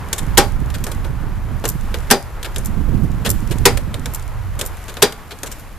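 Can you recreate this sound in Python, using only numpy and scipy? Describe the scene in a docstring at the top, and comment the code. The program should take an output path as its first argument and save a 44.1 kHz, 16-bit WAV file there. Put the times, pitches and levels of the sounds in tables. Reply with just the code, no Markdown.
"""Steel rivet tool in the wind

A long-handled rivet tool is pumped four times, close by and outdoors. Each pull ends in a snap
that shakes the frame and overloads the microphone; in between the linkage clacks, the jaws chink
and the slide rubs. Wind buffets the two microphone ports over a distant rush."""
import sys
import numpy as np
from scipy import signal
from scipy.fft import rfft, irfft, next_fast_len
from scipy.io import wavfile
from scipy.ndimage import uniform_filter1d, map_coordinates

SR = 44100
rng = np.random.default_rng(int(sys.argv[2]) if len(sys.argv) > 2 else 0)


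def transcribe(u):
    """Save the signal u as a 16-bit wav file named by the first command-line argument.

    u: samples, shape (n,) or (channels, n), limited to [-1, 1]; the rate is SR.
    q: integer samples, one column per channel.
    """
    v = np.clip(np.atleast_2d(u).T, -1, 1)
    q = np.round(v * 32767).astype(np.int16)
    wavfile.write(sys.argv[1], SR, q)


N = 254898

# the jaws let go: time_s, crack_db, ring_db, strongest_resonance_hz, lift_db, jolt_lead_s, jolt_db
SNAPS = [(0.3762, -1, -2, 1490, 6.5, 0.0034, -13), (2.109, -3.5, -1, 5240, 3.5, 0.0064, -15),
         (3.655, -3, -3.5, 2160, 10.5, 0.0012, -7), (5.023, -4.5, -4.5, 3800, 6.5, .0027, -15.5)]
# bright tick of steel on steel: freq_hz, level_db
TICK_COLOUR = [(2500, -51), (5000, -7.5), (7200, 1), (8600, -2), (13500, -6.5), (16000, -6.5)]
# hollow clack of the same contact: freq_hz, level_db
CLACK_COLOUR = [(700, -42), (1500, -2.5), (2100, -4.5), (2600, -5), (3400, -1.5), (4400, -7), (6500, -16)]


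def amp(db):
    """Decibels to gain."""
    return 10 ** (np.asarray(db) / 20)


def unit(x):
    """Scaled to rms 1."""
    return x / np.sqrt(np.mean(x ** 2) + 1e-20)


def along(points, hz):
    """A (freq_hz, value) curve read on a log frequency axis."""
    freqs, values = np.transpose(points)
    return np.interp(np.log(hz + 1), np.log(freqs + 1), values)


def curves(rows):
    """One value per sample for each column after the time."""
    times, *columns = np.transpose(rows)
    return [np.interp(np.arange(N) / SR, times, column) for column in columns]


def wobble(rate_hz):
    """A smooth random curve through rate_hz knots a second."""
    knots = rng.standard_normal(int(N * rate_hz / SR) + 4)
    return map_coordinates(knots, [np.arange(N) * rate_hz / SR])


def filtered(x, response):
    """x shaped by a gain that depends on frequency."""
    n = x.shape[-1]
    padded = next_fast_len(n + SR // 20)
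    return irfft(rfft(x, padded) * response(np.fft.rfftfreq(padded, 1 / SR)), padded)[..., :n]


def noise(gain, size, likeness=None):
    """Stereo noise of rms 1 with a given colour and likeness between the ports."""
    # by default the stereo image widens toward the treble: freq_hz, correlation
    default_likeness = [(400, 1), (2000, 0.93), (4000, 0.57), (13000, 0.23)]

    def mid_side(hz):
        angle = np.arccos(np.clip(along(likeness or default_likeness, hz), -1, 1)) / 2
        return gain(hz) * np.array([np.cos(angle), np.sin(angle)])
    mid, side = filtered(rng.standard_normal((2, size)), mid_side)
    return unit(np.array([mid + side, mid - side]))


def colour(points):
    """Gain as a function of frequency from (freq_hz, level_db) points."""
    return lambda hz: amp(along(points, hz))


def struck(points, ripple_db, step_hz):
    """A colour whose resonances are excited anew, stronger here and weaker there."""
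    knots = rng.standard_normal(128)
    ripple = lambda hz: map_coordinates(knots, [hz / step_hz], mode="mirror")
    return lambda hz: amp(along(points, hz) + ripple_db * ripple(hz))


def fade(t, t60_s):
    """Exponential decay, 60 dB in t60_s."""
    return np.exp(-np.log(1000) * t / np.maximum(t60_s, 1e-3))


def rise(t, attack_s):
    """A soft start."""
    return 1 - np.exp(-(t / attack_s) ** 2)


def pan(left_lead_db):
    """Left and right gains of mean power 1."""
    gains = amp(np.array([left_lead_db, -left_lead_db]) / 2)
    return gains / np.sqrt(np.mean(gains ** 2, axis=0))


def add(track, start_s, sound):
    """Mix a sound into the track."""
    part = track[:, max(round(start_s * SR), 0):][:, :sound.shape[-1]]
    part += sound[..., :part.shape[1]]


def snaps():
    """A hard crack as the load lets go, then the frame shudders and rings."""
    # colour of the crack and its shudder: freq_hz, level_db
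    crack_colour = [(50, -26), (170, -2.5), (320, -20), (450, -12), (1000, -9.5), (1700, -13),
                    (2650, -13.5), (4000, -12.5), (9500, -13), (12000, -14), (15000, -19)]
    # decay of the shudder: freq_hz, t60_s
    shudder_decay = [(1000, 0.19), (5000, 0.12), (14000, 0.069)]
    out, t = np.zeros((2, N)), np.arange(SR * 2 // 5) / SR
    for start_s, crack_db, ring_db, peak_hz, lift_db, *_ in SNAPS:
        lift = lambda hz: amp(lift_db * np.exp(-(np.log((hz + 1) / peak_hz) / 0.13) ** 2))
        modes = struck(crack_colour, ripple_db=1.3, step_hz=261.0)
        tone = lambda hz: modes(hz) * lift(hz)
        # the first contact is hard and carries little bass
        crack = noise(lambda hz: tone(hz) * hz / (hz + 700), len(t)) * rise(t, 0.0019) * fade(t, 0.038)
        # countless dense modes, the high ones dying first
        band_hz, times, bands = signal.stft(noise(tone, len(t)), SR, nperseg=128)
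        bands *= fade(times, along(shudder_decay, band_hz)[:, None])
        shudder = signal.istft(bands, nperseg=128)[1][:, :len(t)] * rise(t, 0.00083)
        add(out, start_s, amp(crack_db) * (amp(9.5) * crack + amp(-0.5) * shudder))
        # the heavy frame takes some milliseconds to swing up
        ring = frame_ring(t, lift, scatter_db=3, spread=0.62) * rise(t, 0.0043)
        add(out, start_s, amp(ring_db + 1) * ring)
    return out


def frame_ring(t, lift, scatter_db, spread):
    """The frame's modes at new strengths and phases; higher ones reach the two ports less alike."""
    # modes of the frame and handles: pitch_hz, level_db, t60_s
    modes = [(246.3, -13, 0.16), (388.5, -3.5, 0.14), (414.4, -2, 0.14), (472.3, -6, 0.14),
             (588.5, -12.5, 0.22), (804, -9.5, 0.19), (864, -26, 0.15), (949, -3.5, 0.067),
             (1564, -5, 0.067), (1835, -7, 0.092), (2430, -13, 0.087), (3470, -13, 0.11), (4770, -20, 0.19),
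             (10690, -24, 0.052)]
    hz, level_db, t60_s = np.transpose(modes)[:, :, None]
    strength, skew = rng.standard_normal((2, len(modes), 1))
    start_phase = rng.uniform(0, 2 * np.pi, (len(modes), 1))
    # rattling joints make each mode's phase drift
    drift = 11 * np.cumsum(rng.standard_normal((len(modes), len(t))), axis=1) / np.sqrt(SR)
    phase = 2 * np.pi * hz * t + start_phase + drift
    port_shift = spread * skew * np.sqrt(hz / SR)
    envelope = amp(level_db + scatter_db * strength) * lift(hz) * fade(t, t60_s)
    return np.array([np.sum(envelope * np.sin(phase + side * port_shift), axis=0) for side in (1, -1)])


def linkage():
    """The pivots take up their play along each stroke, and jolt just before each snap."""
    # pivot contacts: start_s, tick_db, clack_db, knock_db, scrape_s
    contacts = [(0.129, -18.5, -25, -33.5, 0.0036), (0.181, -28, -34.5, -39, 0.012),
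                (0.702, -36.5, -37, -45, 0), (0.741, -38.5, -37.5, -40.5, 0.016),
                (0.84, -25, -36, -41, 0.0014), (0.867, -27.5, -32.5, -27, 0),
                (0.916, -32, -39, -39, 0.0053), (1.044, -57, -43, -33, 0.0081),
                (1.640, -52, -34.5, -23, 0.0052), (1.654, -21, -23, -39, 0.00029),
                (1.942, -47, -25.5, -30, 0.0017), (2.429, -35, -36, -53, 0.0047),
                (2.445, -42, -34.5, -36.5, 0.017), (2.561, -27, -25.5, -33, 0), (2.583, -26.5, -42, -35, 0),
                (3.249, -33, -30, -31, 0.029), (3.262, -35, -19, -23.5, 0), (3.51, -36, -35.5, -35, 0.018),
                (3.772, -30.5, -31, -32, 0.0042), (3.942, -38, -30, -32, 0.00089),
                (4.058, -28.5, -28, -33.5, 0), (4.591, -29.5, -36.5, -35.5, 0.01),
                (4.612, -19.5, -23, -26.5, 0.00032), (4.881, -43.5, -41.5, -39, 0.023),
                (4.969, -41, -28.5, -33, 0), (5.123, -37.5, -35, -39, 0.0023),
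                (5.308, -48, -39, -41.5, 0.018), (5.433, -25, -29.5, -31, 0),
                (5.461, -38, -43.5, -43, 0.016), (5.515, -34.5, -44.5, -52, 0.012)]
    out, t = np.zeros((2, N)), np.arange(SR // 5) / SR
    for start_s, *hit in contacts:
        add(out, start_s, pivot_contact(t, *hit))
    for snap_s, *_, lead_s, jolt_db in SNAPS:
        jolt = pivot_contact(t, tick_db=jolt_db - 3, clack_db=jolt_db, knock_db=jolt_db - 11.5)
        add(out, snap_s - lead_s, jolt * rise(t, 0.00068))
    return out


def pivot_contact(t, tick_db, clack_db, knock_db, scrape_s=0):
    """A pivot hits home: a bright tick, a hollow clack and a slower knock in the handles."""
    # dull body of the handles: freq_hz, level_db
    knock_colour = [(150, -8), (300, -3.5), (480, 2), (700, -7.5), (1500, -9.5), (2800, -27.5)]
    # a scraping contact keeps up an uneven level until it comes free
    free_s = np.maximum(t - scrape_s, 0)
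    grit_db = 1.5 * unit(uniform_filter1d(rng.standard_normal(len(t)), size=80)) * (t < scrape_s)
    burst = amp(grit_db) * (fade(free_s, 0.026) + amp(-11) * fade(free_s, 0.085))
    spike = 0.8 * fade(t, 0.0025)
    tick = noise(struck(TICK_COLOUR, ripple_db=2, step_hz=545), len(t)) * (burst + spike)
    clack = noise(struck(CLACK_COLOUR, ripple_db=1, step_hz=339), len(t)) * burst
    knock = noise(colour(knock_colour), len(t)) * rise(t, 0.0007) * fade(free_s, 0.17)
    return amp(tick_db + 2.5) * tick + amp(clack_db + 4) * clack + amp(knock_db + 3.5) * knock


def jaws():
    """Small hard parts skid for a few milliseconds and ring high: a touch, the chink, a rebound."""
    # the jaws and their spring chink as the handles turn round: time_s, level_db
    chinks = [(1.6874, -8), (2.657, -15.5), (3.301, -4.5), (4.146, -13.5), (4.661, -15.5), (5.595, -30)]
    # resonances of the jaws: pitch_hz, width_hz, level_db
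    resonances = [(6450, 3000, -6.5), (7320, 290, 5.5), (9700, 1500, -2.5), (11400, 500, 2),
                  (12700, 1500, 1.5)]
    skid_s, skid_db = 0.0102, -8
    out, t = np.zeros((2, N)), np.arange(SR // 10) / SR

    def steel(hz):
        return abs(sum((-1) ** k * amp(db) * 1j * hz * width / (pitch ** 2 - hz ** 2 + 1j * hz * width)
                       for k, (pitch, width, db) in enumerate(resonances)))
    for time_s, level_db in chinks:
        for step in (-1, 0, 1):
            chink = noise(steel, len(t)) * rise(t, 0.0013) * fade(t, 0.027)
            add(out, time_s + step * skid_s, amp(level_db + abs(step) * skid_db) * chink)
    return out


def slide_speed(offset_s, width_s):
    """A swell from 0 to 1 and back in every stroke, centred offset_s after its snap."""
    t = np.arange(N) / SR
    return sum(np.exp(-((t - snap_s - offset_s) / width_s) ** 2) for snap_s, *_ in SNAPS)


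def slide_rub():
    """A fine hiss with a faint whistle, swelling and catching as the slide rubs to and fro."""
    # hiss with a narrow whistling peak: freq_hz, level_db
    hiss_colour = [(2000, 9), (3500, 1.5), (5500, -1), (7250, -1), (7500, 2), (7750, -3.5), (10000, -0.5),
                   (14000, 0)]
    rest_db, stroke_db, catches_per_s = -45.5, -42.5, 49
    motion = slide_speed(offset_s=-0.15, width_s=0.256) + slide_speed(offset_s=0.49, width_s=0.12)
    rub = np.sqrt(amp(rest_db) ** 2 + motion * amp(stroke_db) ** 2)
    hiss = amp(wobble(230)) * noise(colour(hiss_colour), N)
    # the surfaces catch only while the slide moves, each catch dying within milliseconds
    impulses = (rng.random(N) < catches_per_s * motion / SR) * rng.random(N) ** 2
    envelope = signal.fftconvolve(impulses, fade(np.arange(SR // 20) / SR, 0.013))[:N]
    catches = envelope * noise(lambda hz: colour(TICK_COLOUR)(hz) + colour(CLACK_COLOUR)(hz), N)
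    return rub * (hiss + amp(12.5) * catches)


def yard_echo(x):
    """A short answer from the ground and a nearby wall."""
    t = np.arange(SR // 3) / SR
    tail = rng.standard_normal((2, len(t))) * rise(t, 0.00075) * fade(t, 0.3)
    return signal.fftconvolve(x, tail / np.linalg.norm(tail[0]), axes=1)[:, :N]


def wind():
    """Buffeting on the ports; fast eddies arrive as single short thumps that reach higher."""
    # the gusts: time_s, buffet_db, eddy_db
    gusts = [(0.0, -27, -41), (0.17, -28.5, -34.5), (0.3, -17.5, -29.5), (0.55, -19.5, -32),
             (1.3, -20.5, -33), (1.95, -22, -35), (2.35, -31, -57), (2.6, -22.5, -35.5), (2.95, -13.5, -22),
             (3.2, -20.5, -26.5), (3.6, -17.5, -27.5), (3.8, -17.5, -35.5), (4.05, -23.5, -30),
             (4.3, -24, -75), (4.5, -23, -43.5), (4.75, -29.5, -52), (5.1, -36.5, -49), (5.78, -36, -48.5)]
    # deep buffeting: freq_hz, level_db
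    rumble_colour = [(8, -29), (20, 1), (50, -2.5), (120, -9.5), (200, -32.5), (500, -75)]
    # fast eddies: freq_hz, level_db
    eddy_colour = [(50, -5), (130, 3.5), (200, 1), (330, -10), (600, -26), (1500, -50.5)]
    buffet_db, eddy_db = curves(gusts)
    rumble = amp(buffet_db) * noise(colour(rumble_colour), N, likeness=[(50, 0.44)])
    rumble *= unit(amp(wobble(14)))
    # each thump lasts about one cycle and is felt a little differently at each port
    thumps = unit(amp(4.2 * wobble(75) + 2 * np.array([wobble(75), wobble(75)])))
    eddies = amp(eddy_db + 3.5) * noise(colour(eddy_colour), N, likeness=[(150, 0.81)]) * thumps
    # gusts lean to the windward right port, small fast eddies more so than big slow ones
    calm_db = -31
    lean_db = -0.96 * np.maximum(buffet_db - calm_db, 0)
    return pan(0.76 * lean_db) * rumble + pan(lean_db) * eddies


def distant_rush():
    """A soft, far-off outdoor rush that wavers and slowly sinks."""
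    # its fade: time_s, level_db
    levels = [(0, -34), (0.5, -38), (4.6, -39), (5.78, -45.5)]
    # its muted colour: freq_hz, level_db
    rush_colour = [(150, 0.5), (400, -1), (620, -2), (950, 1.5), (1500, -3), (2500, -13.5), (4000, -23),
                   (8000, -38)]
    level_db, = curves(levels)
    return amp(level_db + 1.2 * wobble(18)) * noise(colour(rush_colour), N, likeness=[(1000, 0.82)])


def scene():
    """The tool close by, a touch left of centre, in the yard and the wind."""
    small_parts = linkage() + jaws()
    tool = (snaps() + small_parts) * amp([[0.5], [-0.5]])
    echoes = amp(-16.5) * yard_echo(small_parts) + amp(-21) * yard_echo(tool)
    return tool + echoes + wind() + distant_rush() + slide_rub()


def record(dry):
    """The microphone cuts the top treble and overloads on the snaps; a second cut trims the fizz."""
    steep_lowpass = lambda top_hz: lambda hz: 1 / np.sqrt(1 + (hz / top_hz) ** 200)
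    narrow = filtered(dry, steep_lowpass(top_hz=14150))
    clipped = narrow / (1 + np.abs(narrow) ** 8) ** (1 / 8)
    return filtered(clipped, steep_lowpass(top_hz=15700))


dry = scene()
out = record(dry)
transcribe(out)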